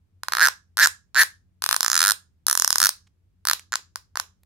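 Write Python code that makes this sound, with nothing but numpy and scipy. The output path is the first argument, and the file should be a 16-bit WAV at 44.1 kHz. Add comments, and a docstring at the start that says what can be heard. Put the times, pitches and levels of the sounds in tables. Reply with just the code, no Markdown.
"""A bicycle freehub is turned by hand in short strokes, close to a stereo microphone in a small soft room.
Every tooth lets the pawls snap home: a broad crack and metal rings last a few milliseconds, while the hollow
of hub and hand answers with a duller knock, two decaying sines. Fingers brush the hub as puffs of noise.
The room adds two early echoes and a short tail of fading noise; rumble, hiss and a low hum sit underneath."""
import sys
import numpy as np
from scipy import signal
from scipy.fft import rfft, irfft
from scipy.io import wavfile

SR = 44100
rng = np.random.default_rng(int(sys.argv[2]) if len(sys.argv) > 2 else 0)


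def boost_factor(decibels):
    """Convert a level in decibels to a linear amplitude factor."""
    exponent = np.asarray(decibels, float) / 20
    return 10 ** exponent


def generate_wav(signal):
    """Clip the signal to [-1, 1] and save it as 16-bit WAV at the path in sys.argv[1]."""
    frames = np.transpose(np.atleast_2d(signal))
    scaled = np.clip(frames, -1, 1) * 32767
    pcm = np.round(scaled).astype(np.int16)
    wavfile.write(sys.argv[1], SR, pcm)


N = 196591  # length [samples]
RING_LENGTH = 1024  # length of one click [samples]
SIDE = np.array([.5, -.5])  # left and right share of a left-right difference
METAL_T60_S = 0.0045  # grease and fingers damp the metal at once

# speed of the freehub, one curve a stroke: (time [s], speed [teeth per s])
STROKE_SPEEDS = [
    [(0.322, 83.3), (0.358, 48.3), (0.39, 85.3), (0.398, 90.3), (0.438, 245.8), (0.446, 171.1),
     (0.4878, 46.3)],
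    [(0.7715, 6.0), (0.7775, 170.9), (0.7875, 89.8), (0.8295, 355.3), (0.8455, 218.3), (0.8748, 5.5)],
    [(1.1461, 103.7), (1.1681, 160.5), (1.2001, 404.7), (1.2061, 313.0), (1.2141, 334.7), (1.2359, 88.1)],
    [(1.6217, 60.7), (1.6737, 31.7), (1.7337, 67.1), (1.7667, 38.7)],
    [(1.807, 33.4), (1.847, 68.1), (1.883, 46.6), (1.923, 70.1), (1.955, 95.9), (1.987, 66.2),
     (2.007, 82.0), (2.099, 111.4), (2.1218, 79.9)],
    [(2.4669, 58.0), (2.5109, 75.2), (2.5349, 37.4), (2.5509, 44.6), (2.6349, 41.6), (2.6869, 23.1),
     (2.7069, 66.0), (2.7149, 36.2), (2.7589, 32.4), (2.7989, 55.8), (2.8509, 116.6), (2.8943, 9.7)],
    [(3.4526, 44.0), (3.4926, 84.2), (3.536, 32.6)],
]
# force of each stroke, before build-up, speed and scatter:
# (snap level at the start [dB], snap level at the end [dB], knock level at the usual speed [dB])
STROKE_FORCES = [(-13, -9.5, -9), (-14.5, -10, -10.5), (-15, -13.5, -10.5), (-10.5, -13.5, -11.5),
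                 (-10.5, -6.5, -12.5), (-6.5, -5, -12), (-11.5, -8.5, -11)]
# build-up of each stroke: (weakness of the first tooth [dB], time constant of the build-up [teeth])
STROKE_STARTS = [(3, 1.5), (4.5, 3.3), (11, 2.1), (5.6, 0.37), (0.048, 1.1), (5, 1.7), (3.2, 1.17)]
# teeth eased over one by one: (time [s], snap level [dB], knock level [dB])
EASED_TEETH = [(0.234, -22.5, -19), (0.2841, -17, -11.5), (3.7224, -20.5, -19), (3.7301, -21.5, -15),
               (3.7388, -17.5, -13), (3.756, -9.5, -14), (3.958, -18.5, -18.5), (4.1565, -26.5, -15.5),
               (4.1722, -17.5, -11.5), (4.1987, -13.5, -12)]
USUAL_TEETH_PER_S, SLOWEST_TEETH_PER_S = 100, 30
# per doubling of speed the knock grows while the snap has less time to seat
SNAP_DB_PER_OCTAVE, KNOCK_DB_PER_OCTAVE = -0.74, 1
# tooth to tooth scatter at the usual speed; it grows with speed
SCATTER_DB, SCATTER_POWER = 1.78, 0.05


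def teeth():
    """A tooth passes whenever the summed speed reaches a whole number; returns time, speed and levels per tooth."""
    rows = []
    for curve, force, start in zip(STROKE_SPEEDS, STROKE_FORCES, STROKE_STARTS):
        first_db, last_db, stroke_knock_db = force
        start_db, start_teeth = start
        knots, rate = np.transpose(curve)
        t = np.arange(knots[0], knots[-1], 1 / SR)
        turned = np.cumsum(np.interp(t, knots, rate)) / SR
        tooth = np.arange(int(turned[-1]) + 1)
        times = np.interp(tooth, turned, t)
        weak_db = -start_db * np.exp(-tooth / start_teeth)
        stroke_snap_db = np.linspace(first_db, last_db, len(tooth))
        rows += zip(times, stroke_snap_db + weak_db, stroke_knock_db + weak_db, np.ones(len(tooth)))
    rows += [row + (0,) for row in EASED_TEETH]
    # swung is 1 for the teeth of a stroke, 0 for eased ones, which keep their levels
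    s, snap_db, knock_db, swung = np.transpose(sorted(rows))
    gaps = np.diff(s, prepend=0, append=N / SR)
    speed = np.maximum(2 / (gaps[1:] + gaps[:-1]), SLOWEST_TEETH_PER_S)
    octaves = np.log2(speed / USUAL_TEETH_PER_S)
    scatter_db = SCATTER_DB * 2 ** (SCATTER_POWER * octaves) * rng.standard_normal((len(s), 2)).T
    snap_db = snap_db + swung * (SNAP_DB_PER_OCTAVE * octaves + scatter_db[0])
    knock_db = knock_db + swung * (KNOCK_DB_PER_OCTAVE * octaves + scatter_db[1])
    return s, octaves, snap_db, knock_db


# rings of the metal, before drift and colour:
# (frequency [Hz], level relative to the snap [dB], phase by which left leads [rad])
METAL_RINGS = [(2333, -12, 2.5), (4060, -10, -1), (4374, -1.5, 0.73), (5263, 4, -1.65), (6080, 1, -1),
               (6828, 5.5, -1.04), (8680, -2.5, 2.5), (9956, -3, 4), (10870, -6.5, 4), (11940, -7, 6.5),
               (13490, -8.5, 2.94), (13300, -7, -2), (16600, -6.5, -3)]
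PAWL_SPREAD_S = 0.00018  # the pawls land one after another, so the ring swells
APART = 0.55  # phase drift opposed between the microphones, relative to the shared drift


def metal_rings(snap_db, pan_db, low_db, upper_db, top_db):
    """The struck metal rings at its own frequencies, each a swelling and quickly damped sine."""
    count = len(snap_db)
    metal = np.zeros((2, count, RING_LENGTH))
    for hz, level_db, lead in METAL_RINGS:
        if hz < 4800:
            shade_db = low_db
        elif hz < 6100:
            shade_db = 0
        elif hz < 7800:
            shade_db = upper_db
        else:
            shade_db = top_db
        # one tooth is much like the next: strength, phase and pitch drift as the hub turns
        spread_db = 2 * wander(count)
        turn = .8 * wander(count)
        pitch = hz * (1 + .02 * wander(count))
        for ch in range(2):
            gain = boost_factor(snap_db + level_db + shade_db + spread_db[:, ch] + pan_db * SIDE[ch])
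            phase = lead * SIDE[ch] + turn[:, 0] + APART * 2 * SIDE[ch] * turn[:, 1]
            metal[ch] += gain[:, None] * rings(pitch[:, 0], METAL_T60_S, phase, PAWL_SPREAD_S)
    return metal


def crack(snap_db, pan_db):
    """The bare impact: a broad burst of noise before the rings build up."""
    fade = boost_factor(-60 * np.arange(RING_LENGTH) / SR / 0.00093)  # t60 0.93 ms
    noise = rng.standard_normal((2, len(snap_db), RING_LENGTH))
    burst = in_bands(noise * fade, low_hz=3700, high_hz=17500)
    return boost_factor(-5 + snap_db + pan_db * SIDE[:, None])[:, :, None] * burst


HOLLOW_HZ, HOLLOW_HZ_PER_OCTAVE = 1531.4, 120  # pitch at the usual speed, rise per doubling of speed


def hollow_knock(octaves, knock_db, pan_db):
    """The hollow of hub and hand answers each snap with two dull rings that rise in pitch with speed."""
    knock = np.zeros((2, len(octaves), RING_LENGTH))
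    hollow_hz = HOLLOW_HZ + HOLLOW_HZ_PER_OCTAVE * octaves
    # as the hollow's pitch rises its two short rings join into one long one
    joined = np.clip((hollow_hz - 1400) / 260, 0, 1)
    t60 = 0.008 + 0.014 * joined
    for ch in range(2):
        gain = boost_factor(knock_db + pan_db * SIDE[ch])[:, None]
        for offset, level_db in ((-.15, -1.4), (.17, -1.1)):
            hz = hollow_hz * (1 + offset * (1 - joined))
            phase = -.45 * SIDE[ch] - 3.7 * offset
            knock[ch] += boost_factor(level_db) * gain * rings(hz, t60, phase, rise=0.00032)
    return knock


def hub_push(knock_db, pan_db):
    """The whole hub jolts in the hand: a faint dull push at 200 Hz."""
    push = np.zeros((2, len(knock_db), RING_LENGTH))
    for ch in range(2):
        gain = boost_factor(-31.5 + knock_db + pan_db * SIDE[ch])[:, None]
        push[ch] = gain * rings(200.0, 0.012, 1.5 * SIDE[ch], rise=0.00033)
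    return push


# direction and colour of the metal as the hand moves round the hub: (time [s], left minus right [dB],
# level of the low rings [dB], level of the upper rings [dB], level of the top rings [dB])
HAND_COLOUR = [(0.3, -5, 5.5, -6, -2.5), (0.451, -3, 1.5, -14, 1.5), (0.79, 0, 7, -10.5, 5),
               (0.865, -3, 1.5, -1.5, 2.5), (1.148, -6, 9, -9.5, -9), (1.2, -0.5, 5.5, -5, 7),
               (1.699, 0.5, 5, -10, 5), (1.76, -3, 5, -1.5, 8), (1.9, -5, -5, -4.5, -1.5),
               (2.118, -3, 2.5, -9.5, 3.5), (2.47, -2.5, 0.5, -15, 6.5), (2.601, -4.5, -10, -2, 1.5),
               (2.752, -0.5, -5, -7.5, -1), (2.83, -0.5, 2, -10.5, 4), (3.457, -4, 2.5, -7.5, 4),
               (3.73, -3, 2, 0, -5), (3.962, -0.5, -3, -2.5, 2.5), (4.18, -2, 7.5, 1, 4)]


def ratchet():
    """Each click sets the metal and the hollow ringing; returns what the microphones and what the walls receive."""
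    s, octaves, snap_db, knock_db = teeth()
    colour = np.transpose(HAND_COLOUR)
    pan_db, low_db, upper_db, top_db = (np.interp(s, colour[0], c) for c in colour[1:])
    metal = metal_rings(snap_db, pan_db, low_db, upper_db, top_db) + crack(snap_db, pan_db)
    knock = hollow_knock(octaves, knock_db, pan_db)
    push = hub_push(knock_db, pan_db)
    # a small body radiates little bass
    near = in_bands(lay_out(s, metal + knock), low_hz=631, high_hz=16400) + lay_out(s, push)
    # summed over all directions the separate rings blur into one short crack
    blur = boost_factor(-60 * np.arange(RING_LENGTH) / SR / METAL_T60_S)
    around = lay_out(s, metal * blur + boost_factor(-3) * knock)
    return near, around


# fingers tapping or brushing the hub: (time [s], peak level before panning [dB],
# time from the peak to 1/e before filtering [s], low edge [Hz], high edge [Hz])
FINGER_TOUCHES = [(3.0735, -53, .005, 900, 6000), (3.5954, -23, .0004, 400, 9000),
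                  (3.792, -52, .003, 300, 1000), (4.4345, -45, .0009, 700, 15000)]


def touches():
    """Each touch of skin on the hub is a short puff of band-limited noise, slightly to the right."""
    out, t = np.zeros(N), np.arange(N) / SR
    for s, level_db, length, low_hz, high_hz in FINGER_TOUCHES:
        swell = np.exp(-((t - s) / length) ** 2)
        puff = in_bands(rng.standard_normal(N) * swell, low_hz, high_hz)
        out += boost_factor(level_db) * puff / np.abs(puff).max()
    return out * boost_factor(np.array([[-1.2], [1.2]]))


# room tail: (frequency [Hz], decay time t60 [s], starting level of the fade [dB])
ROOM_TAIL = [(400, 0.2, -38.5), (1560, 0.24, -43), (2850, 0.16, -28), (4900, 0.27, -42), (12000, 0.15, -34)]
# early reflections: (delay [s], left level [dB], right level [dB])
EARLY_ECHOES = [(.0021, -14.5, -16), (0.0126, -20.5, -33.5)]
# nearby cloth and hands scatter a little before the walls answer
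EARLY_DB, EARLY_S = -7, 0.0037


def room(near, around):
    """Two early echoes, then a diffuse tail that sets in fully after 9 ms and dies band by band."""
    t = np.arange(SR // 2) / SR
    hz, t60, level_db = np.transpose(ROOM_TAIL)
    echoes, tail = np.zeros((2, 2, len(t)))
    edges = np.geomspace(300, 18000, 10)
    onset = np.where(t > .009, 1, boost_factor(EARLY_DB) * (t > EARLY_S))
    for low, high in zip(edges, edges[1:]):
        mid = np.sqrt(low * high)
        fade = boost_factor(at_hz(mid, hz, level_db) - 60 * t / at_hz(mid, hz, t60))
        tail += in_bands(rng.standard_normal(tail.shape), low, high) * fade * onset
    for delay, left_db, right_db in EARLY_ECHOES:
        echoes[:, round(delay * SR)] = boost_factor(np.array([left_db, right_db]))
    reflected = signal.fftconvolve(near, echoes, axes=1)
    diffuse = signal.fftconvolve(around, tail, axes=1)
    return (reflected + diffuse)[:, :N]


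# spectrum shape of rumble and hiss: (frequency [Hz], relative power density [dB])
FLOOR_SHAPE = [(25, -38.5), (55, -19.5), (150, -30), (350, -41.5), (600, -51), (16000, -68)]
FLOOR_DB = -67.5  # rms of rumble and hiss together
# hum of a distant appliance: (frequency [Hz], rms level [dB])
APPLIANCE_HUM = [(89, -65), (185, -79)]
HUM_WIDTH_HZ = 5  # standard deviation of each hum line


def background():
    """Rumble largely alike in both microphones, hiss unrelated, and narrow wavering hum, all shaped noise."""
    hz = np.fft.rfftfreq(N, 1 / SR) + 1  # the offset avoids log of zero
    mid, side = rfft(rng.standard_normal((2, N)))
    alike = at_hz(hz, [150, 900], [.8, 0])
    power = boost_factor(2 * at_hz(hz, *np.transpose(FLOOR_SHAPE)))
    power *= boost_factor(2 * FLOOR_DB) / np.mean(power)
    for hum_hz, level_db in APPLIANCE_HUM:
        line = np.exp(-.5 * ((hz - hum_hz) / HUM_WIDTH_HZ) ** 2)
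        power += boost_factor(2 * level_db) * line / np.mean(line)
    both = np.sqrt((1 + alike) / 2) * mid + np.sqrt((1 - alike) / 2) * side * [[1], [-1]]
    return irfft(np.sqrt(power) * both, N)


def rings(hz, t60, lead, rise):
    """One row of inverted, decaying sine per click, swelling with time constant rise [s]."""
    t = np.arange(RING_LENGTH) / SR
    hz, t60, lead = (np.reshape(v, (-1, 1)) for v in (hz, t60, lead))
    swing = -np.sin(2 * np.pi * hz * t + lead)
    return swing * boost_factor(-60 * t / t60) * (1 - np.exp(-t / rise))


def wander(count):
    """Chance that drifts over several clicks, two independent columns; spread about 1."""
    return signal.lfilter([.53], [1, -.85], rng.standard_normal((count + 20, 2)), axis=0)[20:]


def lay_out(s, pulses):
    """Put each click's sound at its time."""
    out = np.zeros((2, N + RING_LENGTH))
    for k, i in enumerate(np.round(s * SR).astype(int)):
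        out[:, i:i + RING_LENGTH] += pulses[:, k]
    return out[:, :N]


def in_bands(x, low_hz, high_hz):
    """Band-pass made from a second-order Butterworth design."""
    return signal.sosfilt(signal.butter(2, [low_hz, high_hz], "band", fs=SR, output="sos"), x)


def at_hz(hz, points_hz, values):
    """Read a table on a log-frequency axis."""
    return np.interp(np.log(hz), np.log(points_hz), values)


def scene():
    """The hub, the fingers, the room and the background."""
    near, around = ratchet()
    fingers = touches()
    reverb = room(near + fingers, around + boost_factor(-11.5) * fingers)
    return near + fingers + reverb + background()


def low_pass(x):
    """Removes everything above the highest recorded frequency."""
    return signal.sosfilt(signal.butter(12, 16990, fs=SR, output="sos"), x)


def record(dry):
    """The loudest peaks are flattened at 0.8 of full scale, then the top treble is cut."""
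    flattened = np.clip(dry, -.8, .8)
    treble_cut = signal.cheby2(10, 60, 17000, fs=SR, output="sos")
    mix = signal.sosfilt(treble_cut, flattened)
    return low_pass(mix)


dry = scene()
out = record(dry)
generate_wav(out)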